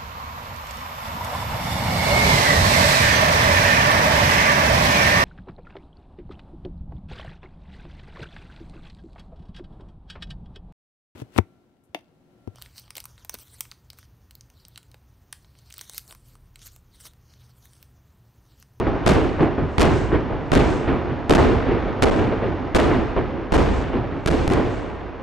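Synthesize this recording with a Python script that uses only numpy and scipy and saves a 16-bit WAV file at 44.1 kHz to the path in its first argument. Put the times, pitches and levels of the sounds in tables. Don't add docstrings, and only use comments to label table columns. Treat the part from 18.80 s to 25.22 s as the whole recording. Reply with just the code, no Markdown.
import sys
import numpy as np
from scipy import signal
from scipy.io import wavfile
from scipy.ndimage import uniform_filter1d

SR = 44100
rng = np.random.default_rng(int(sys.argv[2]) if len(sys.argv) > 2 else 0)


def log_audio(samples):
    frames = np.atleast_2d(samples).T
    limited = np.clip(frames, -1, 1)
    pcm = np.round(limited * 32767).astype(np.int16)
    wavfile.write(sys.argv[1], SR, pcm)


N = 283122
HOP = 48
TIME_S = np.arange(N) / SR
SLOW_TIME_S = np.arange(N // HOP + 2) * HOP / SR
SIDES = np.array([[1], [-1]])
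CUTOFF_HZ = 15500

# start in seconds; roar level, bass and treble in dB; decay stretch factor; leading front in
# dB; near-bank echo delay in seconds, level in dB, length in seconds; far-slope echo extra delay in
# seconds, level in dB, length in seconds.
ROUNDS = [(-.453, -10, 0, -2, 0.87, -20,         .04, -18, .04,      0.006, -13.5, 0.012),
          (0.263, -14.5, 0.5, 6.5, 0.83, -21,   0.078, -16, 0.042,   0.0016, -17, 0.041),
          (0.982, -14.5, 3.5, 6, 0.92, -23,  0.047, -18, 0.083,     0.0043, -19, 0.036),
          (1.718, -12.5, -0.5, 4.5, 0.92, -20.5,      0.034, -12.5, 0.021,  0.022, -21.5, 0.072),
          (2.496, -10.5, -0.5, 3.5, 1.29, -16, 0.058, -19, 0.096,     0.033, -22, 0.088),
          (3.2224, -13.5, -2, 1, 1.23, -22,  0.18, -21.5, 0.049,   0.055, -26, 0.087),
          (3.948, -16, 1, 5.5, 1.49, -22,    0.085, -21, 0.14,     0.078, -20, 0.022),
          (4.7218, -16, 3, 6, 1.5, -27,  0.037, -17, 0.035,     0.077, -26, 0.056),
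          (5.461, -21.5, 6, 9, 1.84, -19,  0.12, -24, 0.026,     0.057, -28, 0.026),
          (5.678, -22, -9, 4.5, 2, -20.5,    0.019, -20, 0.096,      0.0038, -50, 0.035)]
# start in seconds, level in dB.
LATER_FRONTS = [(.265, -19), (.2725, -23), (0.2777, -7), (.279, -13), (0.2895, -14), (0.2928, -9),
                (.2942, -19), (.2954, -18), (.2983, -13), (.3103, -17), (.3202, -21), (.3363, -22),
                (.9947, -17), (.9967, -20), (.9979, -21), (1.0058, -10), (1.011, -14), (1.013, -8),
                (1.0174, -10), (1.019, -3), (1.0202, -18), (1.0298, -8), (1.0544, -16), (1.7345, -23),
                (1.736, -22), (1.7458, -11), (1.7523, -5), (1.7565, -25), (1.7581, -22), (1.7755, -20),
                (1.7786, -21), (2.5075, -8), (2.513, -14), (2.515, -23), (2.5265, -15), (2.5283, -25),
                (2.5359, -17), (2.539, -21), (2.5487, -14), (2.551, -9), (2.5525, -16), (2.5555, -16),
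                (2.5585, -23), (2.5837, -27), (3.2246, -3), (3.2315, -7), (3.2324, -14), (3.236, -18),
                (3.2374, -15), (3.2394, -12), (3.951, -17), (3.954, -14), (3.9605, -12), (3.9614, -18),
                (3.964, -8.5), (3.9679, -14), (3.9768, -17), (4, -16), (4.737, -21), (4.7425, -31),
                (4.747, -22), (4.7515, -28), (5.464, -19), (5.4747, -8), (5.475, -23), (5.479, -14),
                (5.482, -19), (5.485, -20), (5.515, -24), (5.5176, -27), (5.702, -24), (5.7175, -24),
                (5.7215, -21), (5.725, -31), (5.7358, -13.5)]
# frequency in Hz, density in dB.
ROAR_SPECTRUM_DB = [(22, -5.5), (48, 4), (80, 1), (130, -5.5), (185, -3.5), (290, 1), (380, 0), (530, -4.5),
                    (850, -9.5), (1600, -21), (3400, -32.5), (7500, -41.5), (12000, -51), (15000, -74)]
# frequency in Hz, T60 in seconds.
ROAR_T60_S = [(40, 1.23), (300, 0.68), (1000, 0.8), (2500, 1.22), (5000, 0.76), (9000, 0.52), (14000, 0.5)]
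# frequency in Hz, side minus mid in dB.
ROAR_WIDTH_DB = [(35, -7), (80, -9.5), (160, -2), (330, -1.5), (700, -5), (1400, -8), (3000, -8),
                 (9000, -9.5)]
# start in seconds, boom in dB, pitch in Hz, length in seconds, clatter in dB.
PITCHED_THUDS = [(0.066, -21, 290, 0.007, -33), (.273, -15, 240, 0.051, -29),
                 (0.596, -16.5, 290, 0.038, -38), (0.78, -21.5, 293, 0.023, -45),
                 (0.813, -24, 110, 0.035, -53), (1.013, -19.5, 490, 0.059, -31),
                 (1.319, -23, 350, 0.038, -33.5), (1.515, -39, 600, 0.053, -46),
                 (1.792, -32, 735, .06, -40), (2.075, -26, 330, 0.028, -32),
                 (2.297, -24.5, 97.5, 0.022, -40), (2.548, -21, 680, 0.055, -32.5),
                 (2.883, -25.5, 332, 0.048, -35.5), (2.962, -27.5, 453, 0.019, -39),
                 (3.075, -31, 403, 0.018, -36.5), (3.386, -19.5, 388, 0.0067, -28),
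                 (3.418, -24.5, 122, 0.076, -41), (3.517, -17.5, 346, 0.0098, -34),
                 (3.62, -26, 333, 0.048, -36), (3.985, -21, 447, 0.019, -23.5),
                 (4.095, -27, 805, 0.053, -31), (4.376, -18, 358, 0.0093, -34),
                 (4.559, -39, 284, 0.017, -53), (5.133, -22.5, 298, 0.049, -41),
                 (5.314, -38, 305, 0.021, -44), (5.366, -27.5, 350, 0.011, -47),
                 (5.531, -16.5, 370, 0.016, -41), (5.768, -16.5, 335, 0.021, -39)]
# start in seconds, level in dB.
ROCK_KNOCKS = [(.069, -13.5), (0.5977, -22), (0.6082, -15), (0.631, -16), (1.319, -20), (1.35, -16),
               (4.382, -22), (4.565, -29), (5.314, -26)]
# delay in seconds, level in dB, treble in dB.
FAR_SLOPES = [(0.333, 1.5, 0), (0.513, -6, -5)]
# frequency in Hz, density in dB.
ECHO_SPECTRUM_DB = [(22, -5.5), (45, 3.5), (82, 3), (135, 4.5), (180, -6), (250, 2.5), (375, 5), (545, -9),
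                    (750, -7.5), (1300, -16.5), (2900, -29), (5000, -47.5), (8000, -72), (13000, -89)]
# frequency in Hz, side minus mid in dB.
FAR_WIDTH_DB = [(35, -9.5), (150, -3.5), (330, -11), (700, -11.5), (1400, -10.5), (5000, -14)]
# frequency in Hz, density in dB.
RUMBLE_SPECTRUM_DB = [(22, -22), (50, -2.5), (95, -3), (150, -9), (185, -12), (240, -5), (350, -7),
                      (560, -12), (950, -16.5), (2000, -26.5), (3200, -36.5), (6300, -55.5), (8500, -77.5),
                      (13000, -100)]
# crest in seconds, level in dB, width in seconds.
LEAF_SWELLS = [(.45, -60, 0.052), (.63, -56, 0.0079), (.95, -63, .025), (1.17, -47, 0.037),
               (1.92, -48, .04), (2.66, -54, 0.031), (3.38, -55, 0.033), (4.12, -61, 0.023),
               (4.97, -51, .03), (5.62, -53, 0.045), (5.95, -56.5, 0.05)]
# frequency in Hz, density in dB.
HISS_SPECTRUM_DB = [(500, -7.5), (3500, 3), (6000, 7), (8500, 4), (11000, -24.5), (15000, -23)]
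# frequency in Hz, left minus right in dB.
BALANCE_DB = [(60, -3), (200, -1.4), (1200, -1.4), (3000, 1.4)]
# start in seconds, length in seconds.
MIC_STALLS = [(0.267, 0.0026), (0.2834, 0.0059), (0.9872, 0.0076), (1.0024, 0.0029), (1.7224, 0.008),
              (1.741, 0.0056), (1.748, 0.0037), (1.7531, 0.0035), (1.7846, 0.0047), (2.502, 0.0048),
              (2.516, 0.005), (2.53, .0055), (2.542, 0.0074), (2.564, 0.0044), (2.5724, 0.0068),
              (3.2265, 0.0035), (3.249, 0.0054), (3.301, 0.0087), (3.977, 0.0061), (4.7293, 0.0082),
              (4.77, 0.0073), (5.465, 0.0097), (5.494, 0.0077), (5.506, 0.0014), (5.518, 0.0042),
              (5.683, 0.0083), (5.693, 0.0067), (5.706, 0.0031)]


def cracks(lead_db=25, later_db=20.5, lead_edge_hz=1900, later_edge_hz=1250, body_hz=450):
    starts_s, levels_db = np.transpose(ROUNDS)[[0, 5]]
    leading = impulses(starts_s, from_db(levels_db + lead_db))
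    starts_s, levels_db = np.transpose(LATER_FRONTS)
    later = impulses(starts_s, from_db(levels_db + later_db))
    scatter = tree_scatter(leading + later, body_hz)
    snaps = snap(leading, lead_edge_hz, body_hz) + snap(later + volley(), later_edge_hz, body_hz)
    return butter(snaps, 13400, "low", order=6) + scatter


def snap(clicks, edge_hz, body_hz):
    return -butter(butter(clicks, edge_hz, "low", order=1), body_hz, "high")


def tree_scatter(fronts, body_hz, gain_db=-35, fade_s=0.0041, edge_hz=3000, air_hz=6000):
    mid, side = rng.standard_normal((2, N))
    trail = decay_tail(fronts, fade_s) * (mid + 0.47 * side * SIDES)
    trail = trail * from_db(4.0 * drift(rate_hz=450) + gain_db)
    return butter(snap(trail, edge_hz, body_hz), air_hz, "low")


def volley(gain_db=-0.5, crest_s=0.063):
    strength = sum(from_db(db + treble_db + gain_db) * swell(s, crest_s, sharpness=2.8)
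                   for s, db, _, treble_db, *_ in ROUNDS)
    return upsample(strength) * arrivals(per_s=150, pan_db=-1.5)


def crackle(gain_db=25, fade_s=0.079, air_hz=3800):
    strength = sum(from_db(db) * (TIME_S > s) * np.exp(-since(s, TIME_S) / fade_s)
                   for s, db, *_ in ROUNDS)
    clicks = from_db(gain_db) * strength * arrivals(per_s=290, pan_db=5.0)
    return butter(snap(clicks, edge_hz=1100, body_hz=480), air_hz, "low", order=4)


def thumps(gain_db=-10, push_s=0.0054, lag_s=0.000076, edge_hz=900):
    push = sum((TIME_S > s + lag_s) * np.exp(-since(s + lag_s, TIME_S) / push_s) for s, *_ in ROUNDS)
    return from_db(gain_db) * butter(push, edge_hz, "low", order=1)


def roar_power(hz, build_s=0.0055, near_db=3.5, near_s=0.025, near_hz=1000, air_loss_hz=5950):
    power = 0
    for s, db, bass_db, treble_db, stretch, *_ in ROUNDS:
        age_s = since(s, SLOW_TIME_S)
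        build = 1 - np.exp(-(age_s / build_s) ** 2)
        bright_db = near_db * np.exp(-(age_s / near_s) ** 2) / (1 + (near_hz / hz) ** 2)
        t60_s = at_hz(ROAR_T60_S, hz) * stretch ** (1 / (1 + (hz / air_loss_hz) ** 2))
        level_db = db + bright_db - 60 * age_s / t60_s
        power += (build * shelves(hz, bass_db, treble_db) * from_db(level_db)) ** 2
    return power


def dull_fronts(gain_db=33, edge_hz=380, body_hz=290, air_hz=2200):
    thud_s, thud_db = np.transpose(PITCHED_THUDS)[:2]
    knock_s, knock_db = np.transpose(ROCK_KNOCKS)
    onsets = impulses(thud_s, from_db(thud_db + 1))
    knocks = impulses(knock_s, from_db(knock_db))
    tumble = upsample(np.sqrt(echo_power(edge_hz))) * arrivals(per_s=70, pan_db=1.5)
    clicks = from_db(gain_db) * (onsets + knocks + tumble)
    return butter(snap(clicks, edge_hz, body_hz), air_hz, "low", order=4)


def thuds(band_ratio=1.405, rise_s=0.0033, fade_s=0.013, clatter_hz=(600, 2100), air_hz=4000):
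    age_s = TIME_S[:SR // 4]
    out = np.zeros((2, N + len(age_s)))
    for s, boom_db, hz, length_s, clatter_db in PITCHED_THUDS:
        shape = (1 - np.exp(-age_s / rise_s)) * np.exp(-since(length_s, age_s) / fade_s)
        smooth, ragged = rng.standard_normal((2, 2, len(age_s)))
        boom = butter(smooth * shape, [hz / band_ratio, hz * band_ratio], "band")
        clatter = butter(ragged * np.abs(ragged) * shape, clatter_hz, "band")
        start = int(s * SR)
        for (mid, side), db in ((boom, boom_db), (clatter, clatter_db)):
            gain = from_db(db) * np.sqrt(np.mean(shape ** 2))
            out[:, start:start + len(age_s)] += gain * (rms_one(mid) + 0.16 * rms_one(side) * SIDES)
    return butter(out[:, :N], air_hz, "low", order=5)


def echoes(bank_treble_db=2.5, woods_s=0.13, woods_db=-10, woods_length_s=0.12, woods_treble_db=-11.5):
    for s, db, *_, bank_s, bank_db, bank_length_s, extra_s, far_db, far_length_s in ROUNDS:
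        yield s + bank_s, bank_db, bank_length_s, bank_treble_db
        yield s + woods_s, db + woods_db, woods_length_s, woods_treble_db
        for delay_s, slope_db, treble_db in FAR_SLOPES:
            yield s + delay_s + extra_s, far_db + slope_db, far_length_s, treble_db


def echo_power(hz, rise_s=0.0025, fade_s=0.06):
    power = 0
    for s, db, length_s, treble_db in echoes():
        rise = 1 - np.exp(-since(s, SLOW_TIME_S) / rise_s)
        fade = np.exp(-since(s + length_s, SLOW_TIME_S) / fade_s)
        power += (from_db(db) * shelves(hz, 0, treble_db) * rise * fade) ** 2
    return power


def rumble_power(hz, late_db=-13, late_bass_db=-1.1, crest_s=0.36, deck_db=-34.5, deck_bass_db=-15.5):
    power = (from_db(deck_db) * shelves(hz, deck_bass_db, 0)) ** 2
    for s, db, bass_db, *_ in ROUNDS:
        gain = from_db(db + late_db) * shelves(hz, bass_db + late_bass_db, 0)
        power += gain ** 2 * swell(s, crest_s, sharpness=2.5)
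    return power


def leaf_hiss_power():
    return sum(from_db(db) ** 2 / np.cosh(np.clip((SLOW_TIME_S - s) / width_s, -20, 20))
               for s, db, width_s in LEAF_SWELLS)


def valley(roar_db=0.76, echo_db=0, rumble_db=-0.32, hiss_db=-1, grain_db=1.13):
    edges_hz = np.geomspace(20, CUTOFF_HZ, 33)
    centres_hz, widths_hz = np.sqrt(edges_hz[1:] * edges_hz[:-1]), np.diff(edges_hz)
    roar = band_powers(ROAR_SPECTRUM_DB, roar_db, centres_hz, widths_hz)
    echo = band_powers(ECHO_SPECTRUM_DB, echo_db, centres_hz, widths_hz)
    rumble = band_powers(RUMBLE_SPECTRUM_DB, rumble_db, centres_hz, widths_hz)
    hiss = band_powers(HISS_SPECTRUM_DB, hiss_db, centres_hz, widths_hz)
    noise = rng.standard_normal((2, 2, N)) * from_db(grain_db * drift(rate_hz=280))
    noise = np.concatenate([noise[..., -SR // 2:], noise], axis=-1)
    out = 0
    for k, hz in enumerate(centres_hz):
        mid, side = rms_one(butter(noise[k % 2], edges_hz[k:k + 2], "band", order=3)[:, -N:])
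        near = roar[k] * roar_power(hz) + hiss[k] * leaf_hiss_power()
        far = echo[k] * echo_power(hz) + rumble[k] * rumble_power(hz)
        near_side = near * from_db(at_hz(ROAR_WIDTH_DB, hz)) ** 2
        far_side = far * from_db(at_hz(FAR_WIDTH_DB, hz)) ** 2
        mid = mid * upsample(np.sqrt(near + far))
        side = side * upsample(np.sqrt(near_side + far_side))
        out += (mid + side * SIDES) * from_db(SIDES * at_hz(BALANCE_DB, hz) / 2)
    return out


def mic_stall(sound, choke_db=-14, swing_db=-9, recover_s=0.0011, edge_hz=700):
    pinned = sum((TIME_S > s) & (TIME_S < s + length_s) for s, length_s in MIC_STALLS)
    passed = 1 - (1 - from_db(choke_db)) * uniform_filter1d(np.minimum(pinned, 1.), size=30)
    onsets = impulses([s for s, _ in MIC_STALLS], from_db(swing_db))
    return sound * passed - butter(decay_tail(onsets, recover_s), edge_hz, "low")


def overload_kicks(gain_db=13, lag_s=0.00222, width_s=0.00021):
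    kick = sum(from_db(db + gain_db) * np.exp(-((TIME_S - s - lag_s) / width_s) ** 2)
               for s, db, *_ in ROUNDS)
    return -kick * SIDES


def from_db(db):
    return 10 ** (np.asarray(db) / 20)


def rms_one(x):
    return x / np.sqrt(np.mean(x ** 2) + 1e-20)


def at_hz(table, hz):
    points_hz, values = np.transpose(table)
    return np.interp(np.log(hz), np.log(points_hz), values)


def band_powers(spectrum, total_db, centres_hz, widths_hz):
    power = from_db(at_hz(spectrum, centres_hz)) ** 2 * widths_hz
    return from_db(total_db) ** 2 * power / power.sum()


def shelves(hz, bass_db, treble_db, bass_hz=170, treble_hz=1300):
    return from_db(bass_db / (1 + (hz / bass_hz) ** 4) + treble_db / (1 + (treble_hz / hz) ** 2))


def butter(x, hz, kind, order=2):
    sos = signal.butter(order, np.clip(hz, 10, .45 * SR), kind, fs=SR, output="sos")
    return signal.sosfilt(sos, x + 1e-18)


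def decay_tail(clicks, fade_s):
    return signal.lfilter([1], [1, -np.exp(-1 / (fade_s * SR))], clicks + 1e-18)


def drift(rate_hz):
    pole = np.exp(-2 * np.pi * rate_hz / SR)
    return rms_one(signal.lfilter([1], [1, -2 * pole, pole * pole], rng.standard_normal(N + SR))[SR:])


def since(start_s, time_s):
    return np.maximum(time_s - start_s, 0)


def swell(start_s, crest_s, sharpness):
    age = since(start_s, SLOW_TIME_S) / crest_s
    return (age * np.exp(1 - age)) ** sharpness


def upsample(envelope):
    return np.interp(TIME_S, SLOW_TIME_S, envelope)


def impulses(times_s, gains):
    clicks = np.zeros(N)
    at = np.round(np.asarray(times_s) * SR).astype(int)
    heard = (at >= 0) & (at < N)
    clicks[at[heard]] = (gains * np.ones(len(at)))[heard]
    return clicks


def arrivals(per_s, pan_db):
    clicks = (rng.random(N) < per_s / SR) * rng.uniform(0.61, 1, N) * rng.choice([-1, 1], N)
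    return clicks * from_db(pan_db * rng.standard_normal(N) * SIDES)


def scene():
    return valley() + cracks() + crackle() + thumps() + dull_fronts() + thuds()


def record(dry, ceiling=0.81, dull_hz=11500):
    overloaded = mic_stall(dry) + overload_kicks()
    rounded = butter(ceiling * np.tanh(overloaded / ceiling), dull_hz, "low", order=3)
    return signal.sosfilt(signal.ellip(10, .1, 90, CUTOFF_HZ, fs=SR, output="sos"), rounded)


dry = scene()
out = record(dry)
log_audio(out)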